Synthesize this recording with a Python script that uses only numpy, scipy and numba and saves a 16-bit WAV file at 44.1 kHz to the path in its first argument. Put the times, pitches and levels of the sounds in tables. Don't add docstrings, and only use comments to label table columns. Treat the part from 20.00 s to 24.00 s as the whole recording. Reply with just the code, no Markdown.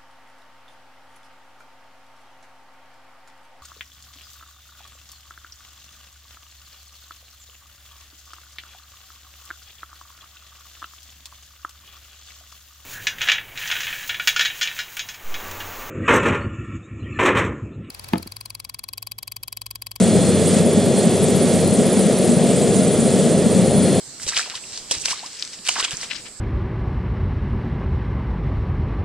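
import sys
import numpy as np
from scipy import signal
from scipy.fft import rfft, irfft
from scipy.io import wavfile
from numba import njit

SR = 44100
rng = np.random.default_rng(int(sys.argv[2]) if len(sys.argv) > 2 else 0)


def pcm_store(signal):
    levels = np.round(np.clip(np.atleast_2d(signal), -1, 1) * 32767)
    wavfile.write(sys.argv[1], SR, levels.astype(np.int16).T)


N = 176400
T = np.arange(N) / SR
BINS_HZ = np.maximum(np.arange(N // 2 + 1) * SR / N, 1)

BLADE_HZ, BLADE_AT_S = 15.8, .038
TAIL_HZ, TAIL_AT_S = 47.28, .0167
AIR_CUTOFF_HZ = 12100


def undb(db):
    return 10 ** (np.asarray(db) / 20)


def level(x, rms_db):
    return x * undb(rms_db) / np.sqrt(np.mean(x ** 2))


def curve(table, column=1):
    rows = np.array(table, float)
    return np.interp(T, rows[:, 0], rows[:, column])


def across(table):
    rows = np.array(table, float)
    return np.interp(np.log(BINS_HZ), np.log(rows[:, 0]), rows[:, 1])


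def noise(spectrum):
    return irfft(rfft(rng.standard_normal(N)) * undb(across(spectrum)), N)


def walk(rate_hz):
    smoothing = np.exp(-(BINS_HZ / rate_hz) ** 2) * (BINS_HZ > 1)
    return level(irfft(rfft(rng.standard_normal(N)) * smoothing, N), 0)


def below(x, hz, order=8):
    return irfft(rfft(x) / (1 + (BINS_HZ / hz) ** order), N)


@njit
def svf(x, hz, width_hz):
    y, band_state, low_state = np.empty(len(x)), 0., 0.
    for i in range(len(x)):
        g = np.tan(np.pi * min(hz[i], .45 * SR) / SR)
        damping = width_hz / hz[i]
        v = (band_state + g * (x[i] - low_state)) / (1 + g * (g + damping))
        band_state, low_state = 2 * v - band_state, low_state + 2 * g * v
        y[i] = damping * v
    return y


def band(hz, width_hz, span=slice(None)):
    white = rng.standard_normal(N)[span]
    hz = hz * np.ones(len(white))
    return level(svf(svf(white, hz, float(width_hz)), hz, float(width_hz)), 0)


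def beat(hz, at_s, lag_cycles=0):
    return np.cos(2 * np.pi * (hz * (T - at_s) - lag_cycles))


def tone(hz, flicker_db, blur_rad):
    phase = 2 * np.pi * np.cumsum(hz * np.ones(N)) / SR + blur_rad * walk(23)
    return level(np.sin(phase) * undb(flicker_db * walk(26)), 0)


# freq_hz, relative_density_db
ROAR_SPECTRUM = [(20, -42), (38, -36), (48, -30), (64, -21.5), (82, -30), (100, -14.5), (125, -10),
                 (150, -5.5), (189, 0), (235, -4.5), (268, -7), (310, -9.5), (384, -5.5), (533, -7.5),
                 (689, -14.5), (865, -25), (1200, -36), (1560, -42), (2600, -90)]
# time_s, bass_gain_db, boom_gain_db
ROAR_GAINS = [(0, 6.5, 2.5), (.9, 2.5, 0.5), (1.55, 0, -0.5), (2.3, 4, -1.5), (2.9, 4, 1), (3.4, 2.5, 2.5),
              (4, 6, 2.5)]


def exhaust_roar():
    tail_chop = 1 + .016 * beat(TAIL_HZ, TAIL_AT_S, lag_cycles=.69)
    blade_throb = 1 + .11 * beat(BLADE_HZ, BLADE_AT_S)
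    roar = noise(ROAR_SPECTRUM)
    bass, low = below(roar, hz=110), below(roar, hz=236)
    boom = (low - bass) * undb(curve(ROAR_GAINS, column=2))
    chopped = (boom + roar - low) * tail_chop * blade_throb
    return level(bass * undb(curve(ROAR_GAINS)) + chopped, rms_db=-15.5)


# centre_s, level_db, pitch_hz
ROAR_PEAKS = [(0.013, -6, 210), (0.09, -8, 194), (0.295, -8, 203), (.57, -7, 225), (0.607, -8.5, 457),
              (0.777, -4.5, 213), (1.074, -5, 208), (1.5166, -9, 493), (1.728, -8.5, 206), (1.791, -5, 210),
              (1.975, -8, 223), (2.065, -5.5, 193), (2.1, -8.5, 550), (2.298, -6.5, 223),
              (2.373, -7.5, 176), (2.417, -9, 190), (2.503, -8.5, 224), (2.797, -6, 214),
              (2.992, -7.5, 211), (3.141, -9, 420), (3.468, -5, 208), (3.596, -6, 192), (3.648, -13, 492),
              (3.786, -7, 182)]


def noise_peaks(roar):
    ceiling_db, peak_gain_db = -9, .5
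    swell_cycles, lull_cycles = 1.47, 2.6
    boom = below(roar, hz=275) - below(roar, hz=135)
    excess = np.abs(signal.hilbert(boom)) / undb(ceiling_db)
    limiter_gain = (1 + excess ** 6) ** (-1 / 6)
    out = even = roar + boom * (limiter_gain - 1)
    for (centre_s, db, hz), phase in zip(ROAR_PEAKS, rng.random(len(ROAR_PEAKS))):
        cycles = hz * (T - centre_s)
        lump = undb(db + peak_gain_db) * np.cos(2 * np.pi * (cycles + phase))
        swell = np.exp(-(cycles / swell_cycles) ** 2)
        lull = np.exp(-(cycles / lull_cycles) ** 2)
        out = out + swell * lump - lull * svf(even, hz * np.ones(N), .67 * hz)
    return out


# freq_hz, relative_density_db
HISS_SPECTRUM = [(500, -20), (1000, -6), (1350, -1.5), (1600, -5), (1850, -1.5), (2700, -4), (3400, -3),
                 (4500, -3.5), (5700, -6.5), (7200, -1.5), (8400, 0), (9500, -0.5), (10300, -6.5),
                 (11300, -11.5), (12300, -20), (13000, -23), (15000, -40), (20000, -70)]
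# time_s, relative_db
HISS_DRIFT = [(0.0, -22), (0.01, -27.5), (0.59, -25.5), (0.63, -30), (1.0, -27.5), (3.69, -28.5),
              (3.97, -28), (4.0, -28.5)]


def exhaust_hiss():
    hiss = noise(HISS_SPECTRUM) * undb(curve(HISS_DRIFT) + .5 * walk(3.2))
    blade_throb = 1 + .015 * beat(BLADE_HZ, BLADE_AT_S, lag_cycles=-.32)
    return level(hiss * blade_throb, rms_db=-28.5)


# harmonic, rms_db
TAIL_HARMONICS = [(1, -48.5), (3, -39.5), (4, -29), (5, -27), (6, -41.5), (8, -43.5), (9, -33), (10, -42),
                  (11, -40.5), (13, -37), (14, -43.5)]
# time_s, rms_db
TAIL_HUM = [(0, -31.5), (.45, -29), (1.05, -37.5), (1.25, -31.5), (1.68, -30), (1.87, -42), (2.35, -52),
            (2.6, -38), (3.15, -40), (3.4, -34), (4, -32)]


def tail_rotor():
    cycles = TAIL_HZ * T + .017 * walk(1.36)
    buzz = 0
    for harmonic, rms_db in TAIL_HARMONICS:
        partial = np.cos(2 * np.pi * (harmonic * cycles + rng.random()))
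        buzz += level(partial * undb(2.6 * walk(1.7)), rms_db)
    puffs = np.exp(4.4 * beat(TAIL_HZ, TAIL_AT_S)) * undb(1.5 * walk(11))
    hum = level(np.cos(2 * np.pi * (2 * cycles + rng.random())), 0) * undb(curve(TAIL_HUM))
    return hum + buzz + level(band(hz=8340, width_hz=1760) * puffs, rms_db=-36.5)


def blades(table, pitch_ratio, beam_sharpness, scatter_db):
    mach, lead_turns = .6, .0055
    turn_hz = BLADE_HZ / len(table)
    out = 0
    for blade, hz, db in table:
        lag_turns = blade / len(table)
        doppler = (1 - mach) / (1 - mach * beat(turn_hz, BLADE_AT_S, lag_turns))
        beam = np.exp(beam_sharpness * (beat(turn_hz, BLADE_AT_S, lag_turns - lead_turns) - 1))
        hiss = band(hz * pitch_ratio * doppler * (1 + .025 * walk(15)), width_hz=1300)
        out += hiss * beam * undb(db + scatter_db * walk(3.8))
    return out


# blade, nominal_pitch_hz, relative_db
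TIP_BANDS = [(0, 11900, -8.5), (1, 11450, -4.5), (2, 10770, -5.5), (3, 10630, -3)]
# time_s, pitch_ratio, gain_db
TIP_DRIFT = [(0, 0.76, 4), (.5, 0.88, 6.5), (.7, 0.99, -6), (1.2, 1.05, 3), (1.5, 1, 1), (1.7, 0.94, 4),
             (2, 0.96, -10), (2.3, 1.1, -8), (2.6, 0.7, 5), (3.3, 0.76, 4), (4, 1, -3)]
# blade, nominal_pitch_hz, relative_db
INNER_BANDS = [(0, 9100, -0.5), (1, 8650, -22), (2, 8650, -14.5), (3, 9720, 0)]


def main_rotor():
    tips = blades(TIP_BANDS, pitch_ratio=curve(TIP_DRIFT), beam_sharpness=14, scatter_db=-.5)
    tips = below(tips * undb(curve(TIP_DRIFT, column=2)), AIR_CUTOFF_HZ, order=24)
    inner = blades(INNER_BANDS, pitch_ratio=.95, beam_sharpness=5.4, scatter_db=2)
    inner *= undb(curve(HISS_DRIFT))
    return level(tips, rms_db=-38.5) + level(inner, rms_db=-36)


# centre_s, level_db
TIP_TICKS = [(.662, -32), (.732, -27), (.922, -35), (1.107, -31), (1.171, -28), (1.237, -38), (1.365, -29),
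             (1.426, -28), (1.49, -28), (1.612, -33), (1.677, -24), (1.74, -30), (1.868, -27), (1.931, -25),
             (1.995, -25), (2.187, -26), (2.25, -29), (2.503, -34), (3.779, -26.5)]


def tip_ticks():
    centre_hz, glide_hz_per_s, half_length_s, gain_db = 10350, 110000, .0042, 1.5
    out = np.zeros(N)
    for centre_s, db in TIP_TICKS:
        near = np.abs(T - centre_s) < .012
        offset_s = T[near] - centre_s
        hiss = band(centre_hz + glide_hz_per_s * offset_s, width_hz=1200, span=near)
        out[near] += hiss * undb(db + gain_db) * np.exp(-(offset_s / half_length_s) ** 2)
    return below(out, AIR_CUTOFF_HZ, order=40)


# time_s, pitch_hz
COMPRESSOR_PITCH = [(0, 9668), (1.8, 9674), (2.4, 9670), (2.85, 9659), (3.3, 9668), (4, 9671)]
# time_s, rms_db
COMPRESSOR_LEVEL = [(0, -36), (.35, -38), (.85, -40), (1.4, -37.5), (1.85, -38), (2.02, -32.5), (2.1, -38),
                    (2.33, -32.5), (2.5, -39), (2.93, -30), (3.25, -38), (3.6, -40), (3.75, -31.5),
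                    (4, -34)]


def compressor():
    return tone(curve(COMPRESSOR_PITCH), flicker_db=1.8, blur_rad=.4) * undb(curve(COMPRESSOR_LEVEL))


# time_s, lower_tone_db, upper_tone_db
MESH_SWELLS = [(0, -44, -44), (.28, -40, -42), (.65, -44.5, -51), (1.01, -43, -42), (1.1, -43, -52),
               (1.35, -42.5, -51), (1.55, -47, -50), (1.66, -47, -39.5), (1.8, -44, -52), (2.3, -49, -49),
               (2.6, -45, -52), (3.15, -47, -52), (3.5, -48, -47), (3.8, -46, -43), (4, -45, -42)]
# pitch_hz, rms_db
GEAR_TONES = [(1141.5, -54), (1611, -56), (1813, -58), (2686, -59), (3223, -52), (4834, -55), (6821, -52)]


def gears():
    speed_ratio = 1 + .0003 * walk(2)
    out = 0
    for column, hz in enumerate((3409.5, 4208), start=1):
        rms_db = curve(MESH_SWELLS, column) + .5
        out += tone(hz * speed_ratio, flicker_db=2.2, blur_rad=.2) * undb(rms_db)
    for hz, rms_db in GEAR_TONES:
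        out += tone(hz * speed_ratio, flicker_db=2, blur_rad=.3) * undb(rms_db)
    return out


# freq_hz, left_minus_right_db
MIC_BALANCE = [(60, 6.0), (110, 4.0), (190, 2.0), (350, 0.4), (630, 0.2), (1130, -0.5), (2030, 0.9),
               (3660, 0.1), (6580, -0.5), (11800, -0.5)]
# freq_hz, left_lead_rad
MIC_PHASE = [(30, -.5), (60, -1.05), (130, -.62), (250, -.56), (330, -.22), (650, -.14), (760, 0),
             (950, .33), (1200, 0), (5500, .04), (6300, .6), (7200, 1.15), (10000, 1.2), (12000, 2.3)]
# freq_hz, coherence_ratio
MIC_COHERENCE = [(25, .8), (70, .985), (600, .99), (1400, .999), (2800, .995), (5300, .97), (6000, .85),
                 (9000, .9), (11000, .76), (13000, .55)]


def microphone_ports(x):
    scattered = np.real(signal.hilbert(x) * np.exp(2j * np.pi * walk(6)))
    coherence = across(MIC_COHERENCE)
    sign = np.array([[1], [-1]])
    mid = rfft(x) * np.sqrt((1 + coherence) / 2)
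    side = rfft(scattered) * np.sqrt((1 - coherence) / 2)
    response = undb(sign * across(MIC_BALANCE) / 2) * np.exp(.5j * sign * across(MIC_PHASE))
    return irfft((mid + sign * side) * response, N)


def scene():
    roar = noise_peaks(exhaust_roar() + exhaust_hiss() + tail_rotor())
    return microphone_ports(roar + main_rotor() + tip_ticks() + compressor() + gears())


def record(dry):
    low_cut_hz, top_hz = 58, 15100
    low_pass = signal.ellip(8, .2, 70, top_hz, fs=SR, output="sos")
    return signal.sosfilt(low_pass, dry - .6 * below(dry, low_cut_hz))


dry = scene()
out = record(dry)
pcm_store(out)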